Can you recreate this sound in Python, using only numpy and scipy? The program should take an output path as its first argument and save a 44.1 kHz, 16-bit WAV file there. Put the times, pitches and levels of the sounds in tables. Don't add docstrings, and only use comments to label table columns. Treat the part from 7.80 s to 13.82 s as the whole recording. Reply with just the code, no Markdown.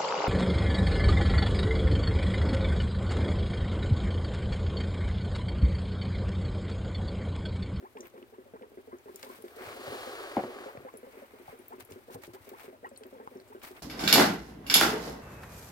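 import sys
import numpy as np
from scipy import signal
from scipy.fft import rfft, irfft, next_fast_len
from scipy.io import wavfile
from scipy.ndimage import map_coordinates

SR = 44100
rng = np.random.default_rng(int(sys.argv[2]) if len(sys.argv) > 2 else 0)


def generate_wav(sig):
    pcm = np.round(np.clip(np.atleast_2d(sig).T, -1, 1) * 32767).astype(np.int16)
    wavfile.write(sys.argv[1], SR, pcm)


N = 265482
AGE = np.arange(SR // 3) / SR

# wait_s, level_db
GLUGS = [(.002, -50, 400, .024, -41.5), (.153, -44, 430, .041, -41, .078, -45.5), (.166, -43, 420),
         (.339, -48, 470, .036, -45, .078, -43.5), (.352, -46, 415), (.525, -49, 436, .058, -43),
         (.655, -52, 543), (.737, -38, 450), (.811, -42, 500), (.826, -45, 430),
         (.918, -49, 440, .055, -41), (1.074, -44, 440, .055, -37.5),
         (1.257, -45, 417, .035, -43, .087, -47), (1.431, -46, 522, .06, -42), (1.466, -47, 415),
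         (1.588, -48, 429, .052, -37.5), (1.765, -44, 450, .041, -41), (1.949, -45, 535, .044, -41),
         (2.069, -38, 552), (2.121, -33, 413, .022, -39), (2.268, -38.5, 480), (2.677, -39, 500, .012, -41),
         (2.758, -42.5, 412, .046, -43), (2.86, -36.5, 525), (2.949, -42, 561, .045, -46),
         (3.049, -38, 499), (3.139, -40, 440, .037, -50), (3.23, -42, 485), (3.268, -47, 509),
         (3.334, -48, 455, .036, -45), (3.419, -42, 544), (3.536, -45, 422, .062, -45),
         (3.727, -44, 448, .063, -45), (3.907, -49, 430, .026, -43, .074, -46),
         (4.091, -47, 448, .021, -45, .068, -42), (4.281, -46, 447, .019, -43.5), (4.354, -39.5, 460),
         (4.376, -46, 377), (4.477, -45, 355, .059, -41.5), (4.671, -45.5, 400, .045, -43),
         (4.84, -49, 451, .04, -41.5), (4.926, -46, 630), (5.028, -45, 449, .034, -48), (5.115, -45, 530),
         (5.209, -45.5, 430, .043, -43), (5.326, -43.5, 529), (5.36, -47, 458), (5.4, -39.5, 424),
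         (5.427, -47.5, 441), (5.514, -49, 482, .041, -40, .084, -47), (5.7, -50, 428, .049, -40.5),
         (5.908, -44, 363)]
# frequency_hz, level_db (per Hz)
HISS_COLOUR = [(1760, -16), (3000, -7), (3940, -7.5), (7200, -13.5), (8580, -8), (9730, -12), (14700, -7),
               (16000, -10)]


def amp(db):
    return np.exp(np.asarray(db) * (np.log(10) / 20))


def unit(x):
    return x / np.sqrt(np.mean(x ** 2) + 1e-20)


def along(points, hz):
    f, v = np.transpose(points)
    return np.interp(np.log(hz + 1), np.log(f + 1), v)


def gain_curve(points):
    s, db = np.transpose(points)
    return amp(np.interp(np.arange(N) / SR, s, db, left=-120, right=-120))


def wobble(rate):
    knots = rng.standard_normal(int(N * rate / SR) + 4)
    return map_coordinates(knots, [np.arange(N) * rate / SR])


def filtered(x, response):
    size = x.shape[-1]
    m = next_fast_len(size + SR // 4)
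    return irfft(rfft(x, m) * response(np.fft.rfftfreq(m, 1 / SR)), m)[..., :size]


def add(track, s, sound):
    size = track.shape[-1]
    start = int(np.clip(round(s * SR), 0, size - 1))
    track[..., start:start + sound.shape[-1]] += sound[..., :size - start]


def noise(spectrum, alike=None):
    # frequency_hz, correlation (-1 to 1)
    usual_alike = [(60, 0.13), (200, 0.67), (600, 0.83), (1400, -0.16), (2600, -0.19), (6000, 0.058),
                   (15000, -0.058)]
    likeness = usual_alike if alike is None else alike

    def mid_and_side(hz):
        turn = np.arccos(np.clip(along(likeness, hz), -1, 1)) / 2
        return amp(along(spectrum, hz)) * [np.cos(turn), np.sin(turn)]

    mid, side = filtered(rng.standard_normal((2, N)), mid_and_side)
    return unit(np.array([mid + side, mid - side]))


def fade(t60, attack):
    return amp(-60 * AGE / max(t60, 1e-3)) * (1 - np.exp(-AGE / attack))


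def ring(hz, t60, attack):
    return np.sin(2 * np.pi * hz * AGE) * fade(t60, attack)


def struck(modes, attack):
    strength = amp(2 * rng.standard_normal(len(modes))) * rng.choice([-1, 1], len(modes))
    return sum(g * amp(db) * ring(hz, t60, attack) for g, (hz, db, t60) in zip(strength, modes))


def snap(hz, t60, octaves):
    distance = np.square(np.log2((np.fft.rfftfreq(len(AGE), 1 / SR) + 1) / hz) / octaves)
    coloured = irfft(rfft(rng.standard_normal(len(AGE))) / (1 + distance * distance), len(AGE))
    burst = coloured * fade(t60, attack=0.000067)
    return burst / np.abs(burst).max()


def from_left(x, lag_s):
    return filtered(x, lambda hz: np.exp(1j * np.pi * hz * lag_s * np.array([[1], [-1]])))


def background():
    # frequency_hz, level_db (per Hz)
    air_colour = [(20, -30), (35, -24), (55, -13), (100, -8), (155, -24), (250, -9.5), (380, -10.5),
                  (700, -16.5), (1300, -21), (2300, -23.5), (5500, -36), (16000, -38)]
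    # frequency_hz, level_db
    hum_tones = [(120, -78), (366, -71)]
    # time_s, level_db
    fizz_level = [(0.0, -74), (0.84, -77), (1.24, -74), (1.42, -67), (2.21, -61), (3.0, -72), (4.79, -72),
                  (4.95, -76), (5.9, -72), (6.02, -67)]
    t = np.arange(N) / SR
    hum = sum(amp(db + 2.8 * wobble(2.86)) * np.sin(2 * np.pi * hz * t) for hz, db in hum_tones)
    fizz = amp(3.8 + 2.2 * wobble(90)) * gain_curve(fizz_level) * noise(HISS_COLOUR)
    return amp(-62.6) * noise(air_colour) + hum + fizz


def fibres(spectrum):
    crackle_db, crackles_per_s = -5, 260
    clicks = (rng.random(N) < crackles_per_s / SR) * rng.standard_normal((2, N))
    crackle = unit(filtered(clicks, lambda hz: amp(along(spectrum, hz))))
    unevenness_db = 1.1 * wobble(45) + 1.6 * wobble(160) + 1.9 * wobble(900)
    return (noise(spectrum) + amp(crackle_db) * crackle) * amp(unevenness_db)


def cloth():
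    # time_s, level_db
    rustle_level = [(0, -73), (.4, -70), (.65, -80), (1.3, -68), (3.1, -65), (3.3, -59.5), (3.6, -60),
                    (4.25, -68), (4.6, -65), (5, -74), (5.3, -66), (6, -67)]
    # frequency_hz, level_db (per Hz)
    rasp_colour = [(40, -4), (100, 3), (150, -4), (290, 4.5), (500, 6), (832, 5.5), (1250, 5.5), (1930, 3),
                   (2210, 6), (2640, -1.5), (3920, -17), (6000, -33.5), (7800, -39), (13200, -120)]
    # start_s, length_s, rising_share (0-1), rasp_db, hiss_db
    brush_rows = [(0.214, 0.087, .5, -60, -66), (1.23, 0.5, .45, -63.5, -62.5), (1.428, .035, .2, -58, -60),
                  (1.5, .1, .45, -61, -70), (1.76, .22, .45, -51, -62), (3.61, 0.18, .45, -60.5, -66),
                  (3.99, .05, .3, -55, -59), (4.085, .09, .4, -59.5, -62), (4.296, 0.068, .68, -59, -55),
                  (4.41, 0.07, .5, -54, -57), (4.531, 0.04, .25, -57.5, -57), (4.56, .2, .65, -62, -66),
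                  (4.74, 0.19, .35, -55.5, -60.5), (5.815, 0.135, .22, -51.5, -52.5),
                  (5.935, 0.08, .4, -55, -64)]
    # start_s, level_db, colour_hz
    snag_rows = [(4.001, -42, 12000), (4.008, -44, 2200), (4.107, -46, 9000), (4.12, -44, 8000),
                 (4.331, -42, 9000), (4.346, -39, 12000), (4.42, -46, 6000), (4.435, -44, 5000),
                 (4.446, -41, 2200), (4.468, -45, 7000), (4.535, -46, 4200), (4.649, -49, 7000),
                 (4.691, -43, 5000), (4.803, -44, 1800), (5.817, -41, 1800), (5.833, -42, 9000),
                 (5.843, -40, 3000), (5.966, -45, 2000)]
    # time_s, level_db
    slide_level = [(1.66, -70), (1.79, -53), (1.87, -50), (1.95, -51.5), (2.12, -46.5), (2.3, -48.5),
                   (2.68, -49.5), (2.86, -52.5), (2.94, -57), (3.1, -66)]
    # time_s, level_db
    sheen_level = [(1.7, -74), (1.8, -61), (1.87, -53), (1.95, -55), (2.13, -49), (2.58, -54.5),
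                   (2.76, -58.5), (2.86, -58), (2.91, -65), (3.1, -76)]
    # frequency_hz, level_db (per Hz)
    slide_body = [(100, -23), (200, -25), (300, -10), (390, -1), (500, -3.5), (720, -5), (950, -11.5),
                  (1150, -5.5), (1400, -9), (1650, -9), (2400, -16.5), (3500, -35), (7000, -78)]
    # frequency_hz, level_db (per Hz)
    slide_hiss = [(1470, -27), (2300, -1), (3000, 6), (3400, 3), (3950, 2.5), (4480, 3), (6060, -7.5),
                  (6600, -3.5), (7470, -6), (9510, -8), (14900, -15), (16000, -17)]
    # frequency_hz, left_right_correlation (-1 to 1)
    slide_alike = [(100, .75), (500, .88), (1500, .85), (2600, .62), (4000, .72), (5500, .68), (9000, .5),
                   (15000, .35)]
    slide_lag_s, rustle_hiss_db = .00019, -9

    rustle_db = 1.5 * wobble(30) + 2 * wobble(200) - .7
    rustle_noise = noise(rasp_colour) + amp(rustle_hiss_db) * noise(HISS_COLOUR)
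    rustle = gain_curve(rustle_level) * amp(rustle_db) * rustle_noise

    rasp, hiss, snags = np.zeros(N), np.zeros(N), np.zeros((2, N))
    for s, length, rise, rasp_db, hiss_db in brush_rows:
        turning_point = np.clip(rise, .05, .95)
        progress = np.interp(np.linspace(0, 1, round(length * SR)), [0, turning_point, 1], [0, .5, 1])
        stroke = np.abs(np.sin(np.pi * progress)) ** 1.6
        add(rasp, s, amp(rasp_db) * stroke)
        add(hiss, s, amp(hiss_db) * stroke)
    brushes = amp(1.5) * (rasp * fibres(rasp_colour) + hiss * fibres(HISS_COLOUR))
    for s, db, hz in snag_rows:
        left_right = np.array([snap(hz, t60=.045, octaves=1.1) for _ in range(2)])
        add(snags, s, amp(db - 2) * left_right)

    drag_db = .8 * wobble(22) + 1.3 * wobble(110)
    body = amp(4.4 + drag_db) * gain_curve(slide_level) * noise(slide_body, slide_alike)
    sheen = amp(.6 * drag_db) * gain_curve(sheen_level) * noise(slide_hiss, slide_alike)
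    return from_left(body + sheen, slide_lag_s) + brushes + snags + rustle


def released():
    life_s, life_at_db, db_per_halving = .038, -45, 14
    longest_life_s = .055
    follower_hz, follower_life_s = 368, .038
    bubbles = []
    for (s, db, hz, *followers), size in zip(GLUGS, rng.random(len(GLUGS))):
        life = life_s * 2 ** ((life_at_db - db) / db_per_halving)
        bubbles.append((s, db, hz, min(longest_life_s, life)))
        for wait, follower_db in zip(followers[::2], followers[1::2]):
            pitch = follower_hz * (1 + .04 * (size - .5))
            bubbles.append((s + wait, follower_db, pitch, follower_life_s))
    return bubbles


def bubble(out_db, hz, life):
    # frequency_hz, level_db
    beaker_modes = [(222, -3), (262, 1.5), (412, 3.5), (522, -3), (622, -6.5)]
    wobble_per_s, wobble_octaves, wobble_db = 170, .05, 1.8
    swirl_db, swirl_hz, swirl_t60_s = -19, 520, .2

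    submerged = np.exp(-(AGE / max(life, .008)) ** 2.5)
    glide = 1 + 0.2 * np.exp(-AGE / 0.0029)
    shape_knots = rng.standard_normal(size=(2, 40))
    stretch, squeeze = (np.interp(AGE * wobble_per_s, np.arange(len(k)), k) for k in shape_knots)
    phase = 2 * np.pi * np.cumsum(hz * glide * 2 ** (wobble_octaves * stretch)) / SR
    pulsation = np.sin(phase) * amp(wobble_db * squeeze) * fade(t60=0.55, attack=0.0011)
    jolt = amp(3) * ring(500, t60=0.0088, attack=0.00051)
    body = amp(-8) * struck([(f, level, .25) for f, level in beaker_modes], attack=0.0014)
    splash = amp(-12) * snap(1320, t60=0.51, octaves=0.69)
    swirl = amp(swirl_db) * snap(swirl_hz, swirl_t60_s, octaves=.5)
    sound = amp(out_db - 1.4) * (submerged * (pulsation + jolt + body + splash) + swirl)
    waits = rng.uniform([.009, .02], [.02, .036])
    for wait, pitch in zip(waits, rng.uniform(420, 620, size=2)):
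        add(sound, wait, amp(out_db - 7) * ring(pitch, t60=.02, attack=.0008))
    return sound


def gulps(bubbles):
    out = np.zeros(N)
    for s, db, hz, life in bubbles:
        add(out, s, bubble(db, hz, life))
    return out


def droplets(bubbles, spray_db, pitch_hz, scatter_db, count):
    out = np.zeros(N)
    t = AGE[AGE < .04]
    for s, db, _, _ in bubbles:
        for wait, size, strength in rng.standard_normal((count, 3)):
            cycles = pitch_hz * 2 ** (.6 * size) * t
            tone = np.sin(2 * np.pi * cycles * (1 + cycles / 300))
            drop = tone * np.exp(-cycles / 7) * (1 - np.exp(-cycles))
            add(out, s + 0.038 * abs(wait), amp(db + spray_db + scatter_db * strength) * drop)
    return out


def slosh(bubbles, count):
    slosh_db, slosh_hz, usual_delay_s = -17, 420, .045
    out = np.zeros(N)
    for s, db, _, _ in bubbles:
        for wait, size, strength in rng.standard_normal((count, 3)):
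            drop = ring(slosh_hz * 2 ** (.3 * size) * (1 + 1.5 * AGE), t60=.075, attack=.002)
            when = s + usual_delay_s * np.exp(.45 * wait)
            add(out, when, amp(db + slosh_db + 3 * strength) * drop)
    return out


def chirps():
    # centre_s, level_db, pitch_hz (at the centre),
    # spatter_db (relative to the tone)
    chirp_rows = [(.056, -44.5, 880, -12), (.175, -46.5, 870, -9), (.358, -56, 860, -6),
                  (.546, -54, 900, -6), (.842, -53, 920, -8), (1.126, -50, 1020, -7), (1.287, -51, 900, -4),
                  (1.468, -49, 950, -8), (1.499, -49, 1050, -7), (2.895, -44, 900, -8),
                  (3.084, -45, 900, -8), (3.928, -43, 880, -4), (4.3, -50, 820, -4), (4.565, -52, 880, -5),
                  (4.742, -48, 865, -4), (5.055, -40, 880, -7), (5.41, -51, 865, -5), (5.729, -51, 865, -7)]
    usual_climb, overtone_db = 24, -15
    surfacing_s, faint_db, faint_hz = .025, -15, 865
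    lead = .04
    out = np.zeros(N)
    t = AGE[AGE < 2 * lead] - lead
    faint = [(s + surfacing_s, db + faint_db, faint_hz, 0) for s, db, *_ in GLUGS
             if all(abs(s - row[0]) > 2 * lead for row in chirp_rows)]
    for s, db, hz, spatter_db in chirp_rows + faint:
        octaves_per_s = usual_climb * np.exp(.15 * rng.normal())
        quiver = np.interp(t, np.linspace(-lead, lead, num=30), rng.standard_normal(size=30))
        phase = 2 * np.pi * np.cumsum(hz * 2 ** (octaves_per_s * t + 0.085 * quiver)) / SR
        swell = np.hanning(len(t)) / np.cosh(t / np.where(t < 0, .0095, .011))
        swell = swell * amp(2.8 * quiver + .5)
        tone = sum(amp(k * overtone_db) * np.sin((k + 1) * phase) for k in range(3))
        spatter = amp(spatter_db) * unit(snap(1100, t60=0.72, octaves=0.6)[:len(t)]) / 2
        add(out, s - lead, amp(db) * swell * (tone + spatter))
    return out


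def bursts():
    # start_s, level_db, colour_hz, width_octaves
    pop_rows = [(0.171, -44, 2280, .6), (.255, -47, 2400, .5), (.27, -46, 1100, 1), (.378, -46, 1700, .8),
                (0.427, -46, 2370, .5), (0.823, -45.5, 2200, .7), (1.359, -31, 11000, 1.2),
                (1.429, -31, 2000, 1.7), (1.682, -46, 2000, 1), (2.973, -35, 750, 1.2),
                (3.324, -51, 3500, 1.5), (4.121, -42, 3080, 1), (4.841, -38.5, 685, .7),
                (5.235, -39, 1500, 1.6), (5.384, -47, 1100, .6), (5.475, -30, 720, .65)]
    # start_s, level_db, pitch_hz, t60_s
    tick_rows = [(.2067, -35.5, 6200, .03), (.2696, -45, 14100, .016), (1.6227, -43, 10900, .016),
                 (3.172, -41, 10700, .053), (3.7893, -50, 9800, .049), (3.8823, -38.5, 14100, .02),
                 (4.05, -45, 11200, .028), (4.691, -38, 15400, .03), (5.091, -49, 8050, .028),
                 (5.161, -47, 4200, .05), (5.1748, -38.5, 8800, .063), (5.267, -47, 14500, .016),
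                 (5.601, -49, 4300, .025)]
    # start_s, level_db, pitch_hz (at the start), t60_s
    plink_rows = [(5.045, -41, 1880, 0.055), (5.055, -57, 2890, 0.032), (5.752, -59, 1540, .07)]
    faint_per_s, faint_db, faint_hz, faint_t60_s = 4, -61, 9500, .02
    out = np.zeros(N)
    for s, db, hz, width in pop_rows:
        add(out, s, amp(db) * snap(hz, t60=0.016, octaves=width))
    faint = []
    for when, force, size in rng.random((round(faint_per_s * N / SR), 3)):
        level = faint_db + 10 * (force - .5)
        pitch = faint_hz * 2 ** (1.6 * (size - .5))
        faint.append((when * N / SR, level, pitch, faint_t60_s))
    for s, db, hz, t60 in tick_rows + faint:
        crack = snap(hz, t60=0.0069, octaves=0.8)
        add(out, s, amp(db - 1.2) * (snap(hz, t60, octaves=0.12) + crack))
    for s, db, hz, t60 in plink_rows:
        add(out, s, amp(db + 7) * ring(hz * (1 + .4 * AGE), t60, attack=0.002))
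    return out


def splashes(count):
    # start_s, level_db, pitch_hz
    dome_rows = [(1.128, -44, 1200), (1.499, -41, 1050), (1.543, -48, 1000), (3.68, -35, 780),
                 (3.934, -49, 900), (4.348, -38, 850), (4.803, -42, 880)]
    spread_s, spread_octaves, loss_db = .022, .3, 10
    out = np.zeros(N)
    for s, db, hz in dome_rows:
        add(out, s, amp(db) * ring(hz, t60=.025, attack=.0005))
        for late, size in zip(rng.random(count), rng.standard_normal(count)):
            drop = ring(hz * 2 ** (spread_octaves * size), t60=.025, attack=.0005)
            add(out, s + spread_s * late, amp(db - 4 - loss_db * late) * drop)
    return out


def knock():
    # start_s, level_db
    bump_rows = [(1.86, -46), (2.072, -44), (2.976, -42), (3.685, -50), (4.023, -53), (4.112, -47),
                 (4.348, -42.5), (4.478, -48), (4.605, -53)]
    # start_s, level_db
    blow_rows = [(2.568, -23), (2.578, -28), (2.59, -27.5), (2.598, -32), (2.636, -29.5)]
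    # frequency_hz, level_db, t60_s
    bench_modes = [(113, -11, .22), (182, -8, .13), (225, 1, .12), (259, -5, .15), (301, -1.5, .17),
                   (366, -1, .18), (442, -9, .12), (495, -6, .17), (556, -4, .13), (641, -5, .09),
                   (720, -12, .09), (783, -9, .09), (870, -9, .052), (975, -14, .08), (1160, -13, .1),
                   (1950, -17, .041), (2296, -25, .05)]
    # frequency_hz, level_db (per Hz)
    thud_colour = [(70, -45), (130, -36), (230, -8), (380, 0), (800, 6.5), (1300, -14), (2200, -14),
                   (3500, -29), (8000, -43)]
    bump_hz = 102
    push_db, push_hz, crack_db, crack_hz = -20, 290, -36, 2100
    clack_db, clack_hz = -25, 820

    out, contact = np.zeros(N), np.zeros(N)
    for s, db in bump_rows:
        bump = ring(bump_hz, t60=0.12, attack=0.011) + amp(-7) * snap(110, t60=0.15, octaves=0.5)
        add(out, s, amp(db) * bump / np.abs(bump).max())
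    for s, db in blow_rows:
        add(out, s, amp(db - 7.3) * struck(bench_modes, attack=0.0009))
        add(contact, s, amp(db - 2.5) * fade(t60=0.06, attack=0.0004))
    first_s = blow_rows[0][0]
    add(out, first_s, amp(push_db) * ring(push_hz, t60=.035, attack=.0015))
    add(out, first_s, amp(crack_db) * snap(crack_hz, t60=.03, octaves=.3))
    add(out, first_s, amp(clack_db) * ring(clack_hz, t60=.035, attack=.0006))
    return filtered(out + contact * noise(thud_colour), lambda hz: (1j * hz / (1j * hz + 55)) ** 2)


def room(x, near_db, tail_db):
    # frequency_hz, t60_s
    wall_decay = [(150, .22), (500, 0.6), (2000, 0.18), (12000, 0.36)]
    hz, t, z = signal.stft(rng.standard_normal((2, len(AGE))), SR, nperseg=256)
    decaying = z * amp(-60 * t / along(wall_decay, hz)[:, None])
    tail = signal.istft(decaying, SR, nperseg=256)[1][:, :len(AGE)]
    near = rng.standard_normal((2, len(AGE))) * fade(t60=0.09, attack=0.0018)
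    near = filtered(near, lambda f: 1j * f / (1j * f + 900))
    near_answer = amp(near_db) * near / np.linalg.norm(near[0])
    wall_answer = amp(tail_db) * tail / np.linalg.norm(tail[0])
    return signal.fftconvolve(x[None], near_answer + wall_answer, axes=1)[:, :N]


def scene():
    beaker_low_hz = 135
    bubbles = released()
    beaker = gulps(bubbles) + slosh(bubbles, count=3)
    beaker += droplets(bubbles, spray_db=-17.5, pitch_hz=1713, scatter_db=2.5, count=3)
    beaker += chirps() + bursts() + splashes(count=8)
    low_cut = signal.butter(2, beaker_low_hz, "high", fs=SR, output="sos")
    beaker = signal.sosfilt(low_cut, beaker)
    direct = from_left(beaker, lag_s=.0004)
    answer = room(beaker, near_db=-11, tail_db=-21)
    return direct + answer + knock() + cloth() + background()


def record(dry):
    # frequency_hz, left_minus_right_db
    left_over_right = [(60, 4.5), (200, 2), (450, -0.2), (1200, 2.5), (2400, 0), (4400, 2), (8000, 3.5),
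                       (14000, 5)]
    top_hz = 16000
    halves = np.array([[.5], [-.5]])
    return filtered(dry, lambda hz: amp(along(left_over_right, hz) * halves) * (hz < top_hz))


dry = scene()
out = record(dry)
generate_wav(out)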